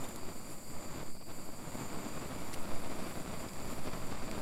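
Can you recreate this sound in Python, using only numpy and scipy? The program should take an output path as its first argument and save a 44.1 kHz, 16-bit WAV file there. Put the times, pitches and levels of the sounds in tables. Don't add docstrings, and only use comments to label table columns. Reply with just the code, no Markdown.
import sys
import numpy as np
from scipy import signal
from scipy.fft import rfft, irfft, next_fast_len
from scipy.io import wavfile
from scipy.ndimage import uniform_filter1d

SR = 44100
rng = np.random.default_rng(int(sys.argv[2]) if len(sys.argv) > 2 else 0)


def unload_wav(signal):
    wavfile.write(
        sys.argv[1],
        SR,
        np.round(np.clip(np.atleast_2d(signal).T, -1, 1) * 32767).astype(np.int16),
    )


def magnitude_from_level(level_db):
    exponent = np.asarray(level_db, float) / 20
    return 10 ** exponent


N = 194743
T = np.arange(N) / SR


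def curves(table):
    s, *columns = np.transpose(table)
    return [np.interp(T, s, column) for column in columns]


def unit(x):
    return x / np.sqrt(np.mean(x ** 2))


def swell(t, centre_s, half_s):
    return np.exp(-0.5 * ((t - centre_s) / half_s) ** 2)


def band(x, hz, width):
    return signal.lfilter(*signal.iirpeak(hz, hz / width, fs=SR), x)


def colour(x, spectrum):
    size = next_fast_len(len(x) + len(x) % 2) * 2
    hz, db = np.transpose(spectrum)
    bins_hz = np.fft.rfftfreq(size, 1 / SR) + 1e-3
    log_gain = np.interp(np.log(bins_hz), np.log(hz), db) * np.log(10) / 20
    cepstrum = irfft(log_gain)
    cepstrum[1:size // 2] *= 2
    cepstrum[size // 2 + 1:] = 0
    return irfft(rfft(x, size) * np.exp(rfft(cepstrum)))[:len(x)]


def walk(rate):
    hold = int(SR / rate)
    steps = np.repeat(rng.standard_normal(N // 50), hold)[:N]
    return unit(uniform_filter1d(uniform_filter1d(steps, hold), hold))


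# t/s, change/dB, half length/s
FLAME_FALTERS = [(0.187, -1, .03), (0.564, -4.5, 0.043), (0.66, -5.5, 0.055), (1.135, -10, 0.016),
                 (1.19, -14, 0.0091), (1.25, -9, 0.011), (1.314, 4.5, .02), (1.81, -1, 0.058),
                 (2.7, -1.5, 0.029), (4.13, -0.5, 0.022), (2.228, -1.5, 0.061), (2.343, 2, 0.021),
                 (1.59, 1, 0.025), (3.24, -1.5, 0.02), (3.55, -2.5, .03), (3.865, 1.5, 0.019)]


def falters():
    return sum(db * swell(T, s, half) for s, db, half in FLAME_FALTERS)


# t/s, level/dB
FLAME_LEVEL = [(0.0, -45), (0.12, -47), (0.28, -46), (0.42, -50), (0.5, -43.5), (0.77, -47.5), (0.9, -46),
               (1.03, -43), (1.07, -50.5), (1.52, -49.5), (1.75, -44.5), (2.27, -43.5), (2.43, -43.5),
               (2.7, -44), (3.0, -43), (3.48, -44.5), (3.85, -43.5), (4.42, -43.5)]
# f/Hz, level/dB per Hz
ROAR_SPECTRUM = [(24, -17), (40, -0.5), (70, 0), (124, -2.5), (225, 0), (323, -0.5), (435, -5.5),
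                 (638, -2.5), (756, -7.5), (1160, -8.5), (1630, -14), (2240, -14), (2860, -19), (3300, -20),
                 (4620, -21.5), (6500, -30), (8450, -63), (14300, -110)]


def roar():
    roar_db = curves(FLAME_LEVEL)[0] + falters()
    pops_per_s = 2500
    chance, size, bed = rng.random(N), rng.exponential(size=N), rng.standard_normal(N)
    pops = (chance < pops_per_s / SR) * magnitude_from_level(2.8 * np.minimum(size, 5))
    burn = unit(pops - pops.mean()) + 0.66 * bed
    flutter_db = 0.13 * walk(11) + 1.44 * walk(60)
    burn = unit(colour(burn * magnitude_from_level(flutter_db), ROAR_SPECTRUM))

    root = signal.lfilter(*signal.butter(2, 110, fs=SR), burn)
    low = signal.lfilter(*signal.butter(2, 1600, fs=SR), burn)
    body, edge = low - root, burn - low
    effort_db = roar_db + 46
    root_db = -10 + 0.1 * effort_db + 1.5 * walk(5.8) + 1.54 * T
    edge_db = -2 + 0.21 * effort_db
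    return magnitude_from_level(roar_db + 0.3) * (magnitude_from_level(root_db) * root + body + magnitude_from_level(edge_db) * edge)


# t/s, peak level/dB
LOUD_POPS = [(0.2318, -34.5), (0.288, -37), (0.4045, -39), (0.504, -46), (0.512, -41), (0.767, -42),
             (0.9593, -39), (1.022, -54), (1.0308, -34.5), (1.152, -41), (1.168, -41.5), (1.291, -51),
             (1.3096, -40), (1.49, -34.5), (1.7549, -33), (2.068, -37), (2.2358, -40), (2.6106, -38),
             (2.7434, -36), (3.1729, -32.5), (3.178, -33), (3.3388, -54), (3.4648, -36), (3.791, -34),
             (3.9091, -42), (4.3275, -34), (4.379, -28.5)]


def loud_pops():
    rise_s, gain_db = 0.00013, 3.5
    pushes = sum(magnitude_from_level(db + gain_db) * swell(T, s, rise_s) for s, db in LOUD_POPS)
    one_pop = colour(swell(T, 4 * rise_s, rise_s), ROAR_SPECTRUM)
    return colour(pushes, ROAR_SPECTRUM) / one_pop.max()


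# t/s, level/dB, aim (-1 away, 1 towards)
JET_HISS = [(0.0, -56.5, 0), (0.22, -59.5, -0.12), (0.4, -59, -0.32), (0.5, -56, 1), (0.62, -59, -0.19),
            (0.95, -59, -0.83), (1.1, -58.5, -0.44), (1.2, -63.5, -0.5), (1.35, -59, -0.32),
            (1.5, -60, 0.29), (1.8, -57.5, -.4), (2.02, -58, -0.47), (2.46, -57.5, 0.71), (3.12, -58, 0.7),
            (3.56, -58.5, 0.067), (3.78, -58, 0.98), (4.2, -59, -0.52), (4.42, -58, .4)]
# f/Hz, width/Hz, level/dB, share of the hiss swings followed, change/dB per unit of aim
TUBE_NOTES = [(4665, 273, -2.5, -0.41, -0.4), (5620, 410, -24, .6, 13), (7160, 350, 1.5, 1.9, -2.2),
              (7680, 200, -5, 0.24, 0), (8370, 820, -2.5, 1.5, -0.9), (9710, 230, -12, .15, -0.5),
              (10180, 340, -6.5, .9, 4), (11100, 2400, -13, .6, 4.5), (12940, 860, -4.5, 0.76, 0),
              (15150, 910, -14.5, .6, 3), (2300, 500, -8.5, .15, 2.5)]


def jet():
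    mean_hiss_db = -58
    hiss_db, aim = curves(JET_HISS)
    swing_db = hiss_db - mean_hiss_db
    flutter_db = 0.41 * walk(18) + 0.57 * walk(70)
    gas = rng.standard_normal(N)
    out = 0
    for k, (hz, width, db, follows, aim_db) in enumerate(TUBE_NOTES):
        note = unit(band(band(gas, hz, 1.5 * width), hz, 1.5 * width))
        note_db = db + follows * swing_db + aim_db * aim + 0.74 * walk(14)
        out = out + (-1) ** k * note * magnitude_from_level(note_db)
    wash = unit(band(rng.standard_normal(N), 11400, 7000)) * magnitude_from_level(swing_db - 19)
    return (out + wash) * magnitude_from_level(mean_hiss_db - 2 + flutter_db)


# t/s, peak level/dB, main ring f/Hz, second ring f/Hz, t60/s
SCALE_TICKS = [(0.04, -44.5, 3650, 10300, 0.037), (.040, -50, 7000, 12200, .02),
               (.088, -42, 10400, 7300, 0.018), (.0885, -47, 12300, 8300, .015),
               (.160, -40, 7200, 12300, 0.014), (.1605, -51, 10500, 4200, 0.043),
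               (2.5315, -38, 2000, 4000, 0.0077), (2.534, -42, 10800, 12500, .006),
               (2.538, -37, 10640, 7440, 0.01), (2.5397, -37.5, 2150, 4500, .012),
               (2.5435, -34, 2870, 10600, 0.0081), (2.548, -42, 8900, 6800, .006),
               (2.629, -49, 9800, 11200, 0.016), (3.4865, -44, 5100, 7000, .012),
               (3.492, -44, 4930, 2300, 0.013), (3.534, -42, 2400, 5500, 0.0065),
               (3.600, -43, 2200, 4300, 0.0068), (4.3135, -33.5, 2200, 4850, 0.0071),
               (4.314, -42, 7900, 9900, 0.0067)]


def ticks():
    second_ring_db, rise_s, snap_decay_s = -3.5, 0.00008, 0.00088
    t = np.arange(4096) / SR
    out = np.zeros(N + len(t))
    for s, db, main_hz, second_hz, t60 in SCALE_TICKS:
        rings = np.sin(2 * np.pi * main_hz * t)
        rings = rings + magnitude_from_level(second_ring_db) * np.sin(2 * np.pi * second_hz * t)
        body = rings * np.exp(-np.log(1000) * t / t60) * (1 - np.exp(-t / rise_s))
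        snap = rng.standard_normal(len(t)) * np.exp(-t / snap_decay_s)
        snap = band(band(snap, 4800, 10000), 4800, 10000)
        out[int(s * SR):][:len(t)] += magnitude_from_level(db) * (body + 1.26 * snap)
    return out[:N]


# t/s, pressure level/dB, half length/s
GUST_PUSHES = [(0.034, -31.5, 0.032), (0.366, -35, 0.033), (0.62, -38.5, 0.027), (0.789, -27, 0.046),
               (0.942, -32, 0.034), (1.091, -24.5, 0.08), (1.276, -40.5, 0.024), (1.397, -31.5, 0.035),
               (1.59, -34, 0.025), (1.977, -31, 0.035), (2.49, -23, 0.16), (2.752, -21, 0.033),
               (3, -27.5, 0.039), (3.147, -39, 0.02), (3.263, -40, 0.03), (3.389, -30, 0.036),
               (3.516, -31, 0.026), (3.664, -25, 0.021), (3.816, -22.5, 0.041), (3.957, -28.5, 0.02),
               (4.051, -24.5, 0.026), (4.236, -26, 0.02), (4.327, -28.5, 0.024)]
# t/s, pressure level/dB, half length/s
EDDY_SUCKS = [
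    (0.26, -31.5, 0.023),
    (0.572, -39, 0.017),
    (2.605, -27, 0.02),
    (1.5, -36, 0.033),
]
# f/Hz, level/dB per Hz
EDDY_SPECTRUM = [(2, -22), (8, 3), (16, -11), (30, -21.5), (50, -34), (120, -59)]


def wind():
    press = sum(magnitude_from_level(db) * swell(T, s, half) for s, db, half in GUST_PUSHES)
    press = press - sum(magnitude_from_level(db) * swell(T, s, half) for s, db, half in EDDY_SUCKS)
    vent_s = 0.45
    vented = press - uniform_filter1d(press, int(vent_s * SR))
    eddies = colour(rng.standard_normal(2 * N), EDDY_SPECTRUM)[N:]
    return vented + unit(eddies) * magnitude_from_level(-48)


def yard():
    far = rng.standard_normal(N)
    for _ in range(3):
        far = band(far, 155, 223)
    return unit(far) * magnitude_from_level(-56.5 + 2.6 * walk(3.8))


def scene():
    fire = roar() + loud_pops()
    echo_s, echo_db = 0.00086, -18.5
    echo = magnitude_from_level(echo_db) * np.roll(fire, int(echo_s * SR))
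    return (fire + echo + jet() + ticks() + wind() + yard())[None]


def band_limit(x):
    return signal.sosfilt(signal.butter(12, 15710, fs=SR, output="sos"), x)


def record(dry):
    top_cut = signal.ellip(8, 0.2, 60, 15900, fs=SR, output="sos")
    mix = signal.sosfilt(top_cut, dry)
    return band_limit(mix)


dry = scene()
out = record(dry)
unload_wav(out)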